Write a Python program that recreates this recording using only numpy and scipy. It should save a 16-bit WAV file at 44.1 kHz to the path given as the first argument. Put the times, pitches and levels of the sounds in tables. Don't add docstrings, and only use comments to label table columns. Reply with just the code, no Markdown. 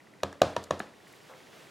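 import sys
import numpy as np
from scipy import signal
from scipy.fft import rfft, irfft
from scipy.io import wavfile
from scipy.ndimage import uniform_filter1d, map_coordinates

SR = 44100
rng = np.random.default_rng(int(sys.argv[2]) if len(sys.argv) > 2 else 0)


def makeup_ratio(level_db):
    decades = np.asarray(level_db, float) / 20
    return 10 ** decades


def bounce(signal):
    frames = np.transpose(np.atleast_2d(signal))
    limited = np.clip(frames, -1, 1)
    pcm = np.round(limited * 32767).astype(np.int16)
    wavfile.write(sys.argv[1], SR, pcm)


N = 74970

# frequency in Hz, strength in dB per Hz.
HISS = [(25, -10), (60, -11.5), (134, -0.5), (330, -2.5), (520, -7), (1700, -14), (11000, -31),
        (16000, -45.5)]
# frequency in Hz, strength in dB per Hz.
RUSTLE = [(150, -21), (400, 0.5), (1200, -6.5), (3000, -7), (7000, -16), (15000, -25.5)]
# time in seconds, level in dB.
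ARM_MOVEMENT = [(.85, -68.5), (1.0, -61.5), (1.1, -58), (1.249, -58), (1.4, -59), (1.55, -57), (1.7, -56.5)]
HISS_DB, FLOOR_SIDE_DB, ARM_PAN_DB = -58.5, 10, -0.6

# frequency in Hz, left-right difference against the middle in dB.
APART = [(30, 4), (100, -20), (600, -14), (2500, -20), (5000, -46.5), (9000, -39)]
# frequency in Hz, time to fall by 60 dB in seconds.
ROOM_FADE = [(100, 0.48), (500, 0.35), (2000, 0.43), (6000, 0.38), (14000, 0.57)]
# frequency in Hz, level in dB.
ROOM_TONE = [(60, -11), (300, 0), (600, 0), (1200, -7.5), (2000, -17.5), (3500, -15), (7000, -26),
             (15000, -49)]
ROOM_DB, ROOM_GAP_S, ROOM_RISE_S, ROOM_FOLLOWS = -5.5, 0.004, 0.002, 0.78
ROOM_RING_DB, SIDE_DB = -11, -10
WALL_S, WALL_DB = 0.0135, -18.5

TICK_S, TICK_RATE = 0.0035, 15
TICK_DB, TICK_HZ, TICK_T60, TICK_RISE_S, TICK_SCATTER_DB = -41.5, 1970, 0.011, 0.0008, 1.2

# frequency in Hz, strength in dB per Hz.
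THUD = [(150, -28), (300, -32), (440, -1), (500, 5.5), (570, -4.5), (870, -3), (1600, -8), (2300, -36)]
THUD_S, THUD_DB, THUD_GRAIN_DB = 1.29, -49, 1
THUD_RISE_S, THUD_HOLD_S, THUD_T60 = 0.004, 0.025, 0.3
SNAP_S, SNAP_DB = 1.5305, -37

# time in seconds, level in dB, length in seconds, brightest Hz.
PEELS = [
    (.328, -53, .003, 6940),
    (0.503, -60, .003, 9000),
    (0.631, -58, .003, 9500),
    (.6402, -45, .004, 6840),
    (0.7947, -43, 0.0039, 8300),
    (1.078, -64, .008, 11000),
    (1.127, -60, 0.0045, 9900),
    (1.163, -65, .002, 12000),
]
# share of the brightest Hz, strength in dB per Hz.
INK = [(.15, -49), (.5, 1), (1.02, 3.5), (1.6, -10.5), (2.5, -24)]

# time in seconds, level in dB.
DROPS = [
    (0.328, -40),
    (0.8019, -23),
]
# frequency in Hz, level in dB, time to fall by 60 dB in seconds.
RIM = [(205, -6, 0.037), (417, -1, 0.017), (713, -2.5, 0.022), (1180, -3, 0.013), (1706, 0.5, 0.017),
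       (2470, -12, .012), (3710, -13, 0.013)]
# frequency in Hz, strength in dB per Hz.
RIM_CRACK = [(100, -20), (300, -7), (1200, 5), (2500, -7.5), (4500, -13), (7000, -39)]
RIM_ROOM_DB = -2

# time in seconds, level in dB, case pitch in Hz, block level in dB.
TAPS = [
    (0.233, -18.5, 592, 2.5),
    (0.4177, -6, 594, -2.5),
    (0.5647, -20, 579, -0.5),
    (0.7082, -16, 552, -3),
]
# frequency in Hz, level in dB, time to fall by 60 dB in seconds.
SPOTS = [
    [(950, -13.5, 0.065), (1180, -5, 0.012), (1656, -12.5, .013)],
    [(753, -14, 0.044), (1175, -11, 0.016), (1560, -13, 0.011)],
    [(958, -5, 0.066), (1240, -8, 0.0075), (1774, -11.5, 0.018)],
    [(150, -14, .04), (1092, -1, 0.01), (1750, -12, 0.014)],
]
# frequency in Hz, level in dB, time to fall by 60 dB in seconds.
LID = [(196, -12, 0.027), (289, -8.5, 0.019), (419, -11, 0.034)]
# frequency in Hz, level in dB, time to fall by 60 dB in seconds.
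BLOCK = [(2510, -13.5, 0.02), (2802, -6, 0.011), (3330, -20, 0.03), (3894, -4.5, 0.011), (4220, -12, 0.012),
         (5790, -11.5, 0.011), (6727, -14, .014), (9500, -24, 0.012)]
# frequency in Hz, level in dB, time to fall by 60 dB in seconds.
TABLE = [(88, -25.5, 0.31), (127.4, -24, 0.15), (197, -29, 0.28), (282.7, -32, 0.41), (350.4, -28.5, 0.14),
         (547, -26, 0.17)]
# frequency in Hz, strength in dB per Hz.
CRACK = [(100, -25), (300, 17), (1000, -0.5), (2000, 6.5), (4000, 8), (8000, -2.5), (12000, -5),
         (16000, -29)]
CASE_PEAK_S, CASE_LEAD_S, CASE_WIDTH_S = 0.0062, 0.0042, 0.002
LEAD_IN_S, LEAD_IN_DB = 0.004, -24.5
SPOT_RISE_S, SPOT_T60_MAX = 0.0016, 0.045
LID_DB, LID_RISE_S, LID_LEAD_S = -3.5, 0.0007, 0.00062
BLOCK_RISE_S, CRACK_DB, CRACK_T60 = 0.0005, -14.5, 0.02
TABLE_RISE_S, TABLE_FOLLOWS = 0.0056, 0.56
SCATTER_DB, PAN_DB = 1.5, -0.45

MIC_LOW_HZ, TOP_HZ = 49.4, 16300
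CEILING, KNEE = 0.8, 3


def unit(x):
    return x / np.sqrt(np.mean(x ** 2) + 1e-20)


def along(points, hz):
    f, v = np.transpose(points)
    return np.interp(np.log(hz + 1), np.log(f + 1), v)


def noise(spectrum, size):
    z = rfft(rng.standard_normal(size))
    colour = makeup_ratio(along(spectrum, np.fft.rfftfreq(size, 1 / SR)))
    return unit(irfft(z * colour, size))


def add(track, s, x):
    part = track[..., max(round(s * SR), 0):][..., :x.shape[-1]]
    part += x[..., :part.shape[-1]]


def ring(modes, rise_s, scatter_db, turn):
    t = np.arange(SR // 2) / SR
    luck = rng.standard_normal((len(modes), 2))
    total = np.zeros(len(t))
    for (hz, db, t60), (level_luck, phase_luck) in zip(modes, luck):
        fade = makeup_ratio(db + scatter_db * level_luck - 60 * t / t60)
        total += fade * np.sin(2 * np.pi * hz * t + turn * phase_luck)
    return (1 - np.exp(-(t / rise_s) ** 2)) * total


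def sides(x):
    return irfft(rfft(x) * makeup_ratio(along(APART, np.fft.rfftfreq(len(x), 1 / SR))), len(x))


def tail(tone):
    hz, t, z = signal.stft(rng.standard_normal((2, SR // 2)), SR, nperseg=256)
    z = z * makeup_ratio(-60 * t / along(ROOM_FADE, hz)[:, None] + along(tone, hz)[:, None])
    rise = 1 - np.exp(-np.arange(SR // 2 + 94) / SR / ROOM_RISE_S)
    mid, side = signal.istft(z, SR, nperseg=256)[1] * rise
    side = makeup_ratio(SIDE_DB) * sides(side)
    return np.array([mid + side, mid - side]) / np.linalg.norm(mid)


def room(x):
    answer = makeup_ratio(ROOM_RING_DB) * tail([(1000, 0)])
    answer[:, round(WALL_S * SR)] += makeup_ratio(WALL_DB)
    return signal.fftconvolve(x[None], answer, axes=1)


def floor():
    s, db = np.transpose(ARM_MOVEMENT)
    flutter = map_coordinates(rng.standard_normal(60), [np.arange(N) * 30 / SR])
    arm = makeup_ratio(np.interp(np.arange(N) / SR, s, db) + 1.1 * flutter)
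    hiss = makeup_ratio(HISS_DB) * noise(HISS, N)
    rustle = arm * noise(RUSTLE, N)
    other = makeup_ratio(HISS_DB) * noise(HISS, N) + arm * noise(RUSTLE, N)
    side = makeup_ratio(FLOOR_SIDE_DB) * sides(other)
    return hiss + rustle * makeup_ratio([[ARM_PAN_DB], [-ARM_PAN_DB]]) + side * [[1], [-1]]


def lens_ticks():
    out = np.zeros(N)
    modes = [(TICK_HZ, 0, TICK_T60), (1.12 * TICK_HZ, -8, TICK_T60)]
    for k in range(26):
        tick = makeup_ratio(TICK_DB) * ring(modes, TICK_RISE_S, TICK_SCATTER_DB, 0.77)
        add(out, TICK_S + k / TICK_RATE, tick)
    return out


def far_thud():
    out, t = np.zeros(N), np.arange(SR // 2) / SR
    grain = THUD_GRAIN_DB * unit(uniform_filter1d(rng.standard_normal(len(t)), size=200))
    fade_db = -60 * np.maximum(t - THUD_HOLD_S, 0) / THUD_T60
    shape = makeup_ratio(THUD_DB + grain + fade_db) * (1 - np.exp(-t / THUD_RISE_S))
    add(out, THUD_S, shape * noise(THUD, len(t)))
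    snap = ring([(1490, 4.5, 0.0027), (2550, -6, 0.0037)], 0.00018, 0, 0)
    add(out, SNAP_S, makeup_ratio(SNAP_DB) * snap)
    return out


def peels():
    out, t = np.zeros((2, N)), np.arange(-1024, 1024) / SR
    for s, db, length, hz in PEELS:
        grit = makeup_ratio(4.8 * uniform_filter1d(rng.standard_normal(len(t)), size=9))
        shape = np.exp(-(t / np.where(t < 0, 0.4 * length, length)) ** 2)
        colour = [(share * hz, g) for share, g in INK]
        burst = makeup_ratio(db) * noise(colour, len(t)) * grit * shape
        add(out, s + t[0], burst[None])
        add(out, s + t[0], 0.61 * room(burst))
    return out


def drops():
    out, t = np.zeros((2, N)), np.arange(SR // 2) / SR
    for s, db in DROPS:
        landing = 0.38 * makeup_ratio(-60 * t / 0.015) * noise(RIM_CRACK, len(t))
        clack = makeup_ratio(db) * (ring(RIM, 0.0006, 0.96, 1.22) + landing)
        add(out, s, clack + makeup_ratio(RIM_ROOM_DB) * room(clack[:SR // 8])[:, :len(clack)])
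        add(out, s + ROOM_GAP_S, makeup_ratio(db + 9.5) * tail(ROOM_TONE))
    return out


def taps():
    out, t = np.zeros((2, N)), np.arange(SR // 2) / SR
    u = t - CASE_PEAK_S
    swell = np.exp(-(u / CASE_WIDTH_S) ** 2) + makeup_ratio(LEAD_IN_DB) * np.exp(-(u / LEAD_IN_S) ** 2)
    rise = np.exp(-(np.minimum(u, 0) / SPOT_RISE_S) ** 2)
    for (s, db, hz, block_db), spot in zip(TAPS, SPOTS):
        knock = swell * np.cos(2 * np.pi * hz * u)
        for f, g, t60 in spot:
            fade = makeup_ratio(g - 60 * np.maximum(u, 0) / min(t60, SPOT_T60_MAX))
            knock += rise * fade * np.cos(2 * np.pi * f * u)
        lid = makeup_ratio(LID_DB) * ring(LID, LID_RISE_S, SCATTER_DB, 2.56)
        add(knock, CASE_LEAD_S - LID_LEAD_S, lid)

        crack = makeup_ratio(CRACK_DB - 60 * t / CRACK_T60) * noise(CRACK, len(t))
        block = makeup_ratio(block_db) * (crack - ring(BLOCK, BLOCK_RISE_S, SCATTER_DB, 0.51))
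        boom = makeup_ratio(TABLE_FOLLOWS * db - 2) * ring(TABLE, TABLE_RISE_S, SCATTER_DB, 1.81)

        add(out, s - CASE_LEAD_S, makeup_ratio(db) * (knock + room(knock[:SR // 8])[:, :len(t)]))
        add(out, s, boom + makeup_ratio(db) * block * makeup_ratio([[PAN_DB], [-PAN_DB]]))
        add(out, s + ROOM_GAP_S, makeup_ratio(ROOM_FOLLOWS * db + ROOM_DB + 10.5) * tail(ROOM_TONE))
    return out


def scene():
    return floor() + lens_ticks() + far_thud() + peels() + drops() + taps()


def band_limit(x):
    return signal.sosfilt(signal.butter(12, 16590, fs=SR, output="sos"), x)


def record(dry):
    hz = np.fft.rfftfreq(N, 1 / SR)
    bass_cut = (1j * hz / (MIC_LOW_HZ + 1j * hz)) ** 3
    x = irfft(rfft(dry) * bass_cut, N)
    x = x / (1 + np.abs(x / CEILING) ** KNEE) ** (1 / KNEE)
    mix = irfft(rfft(x) * (hz < TOP_HZ), N)
    return band_limit(mix)


dry = scene()
out = record(dry)
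bounce(out)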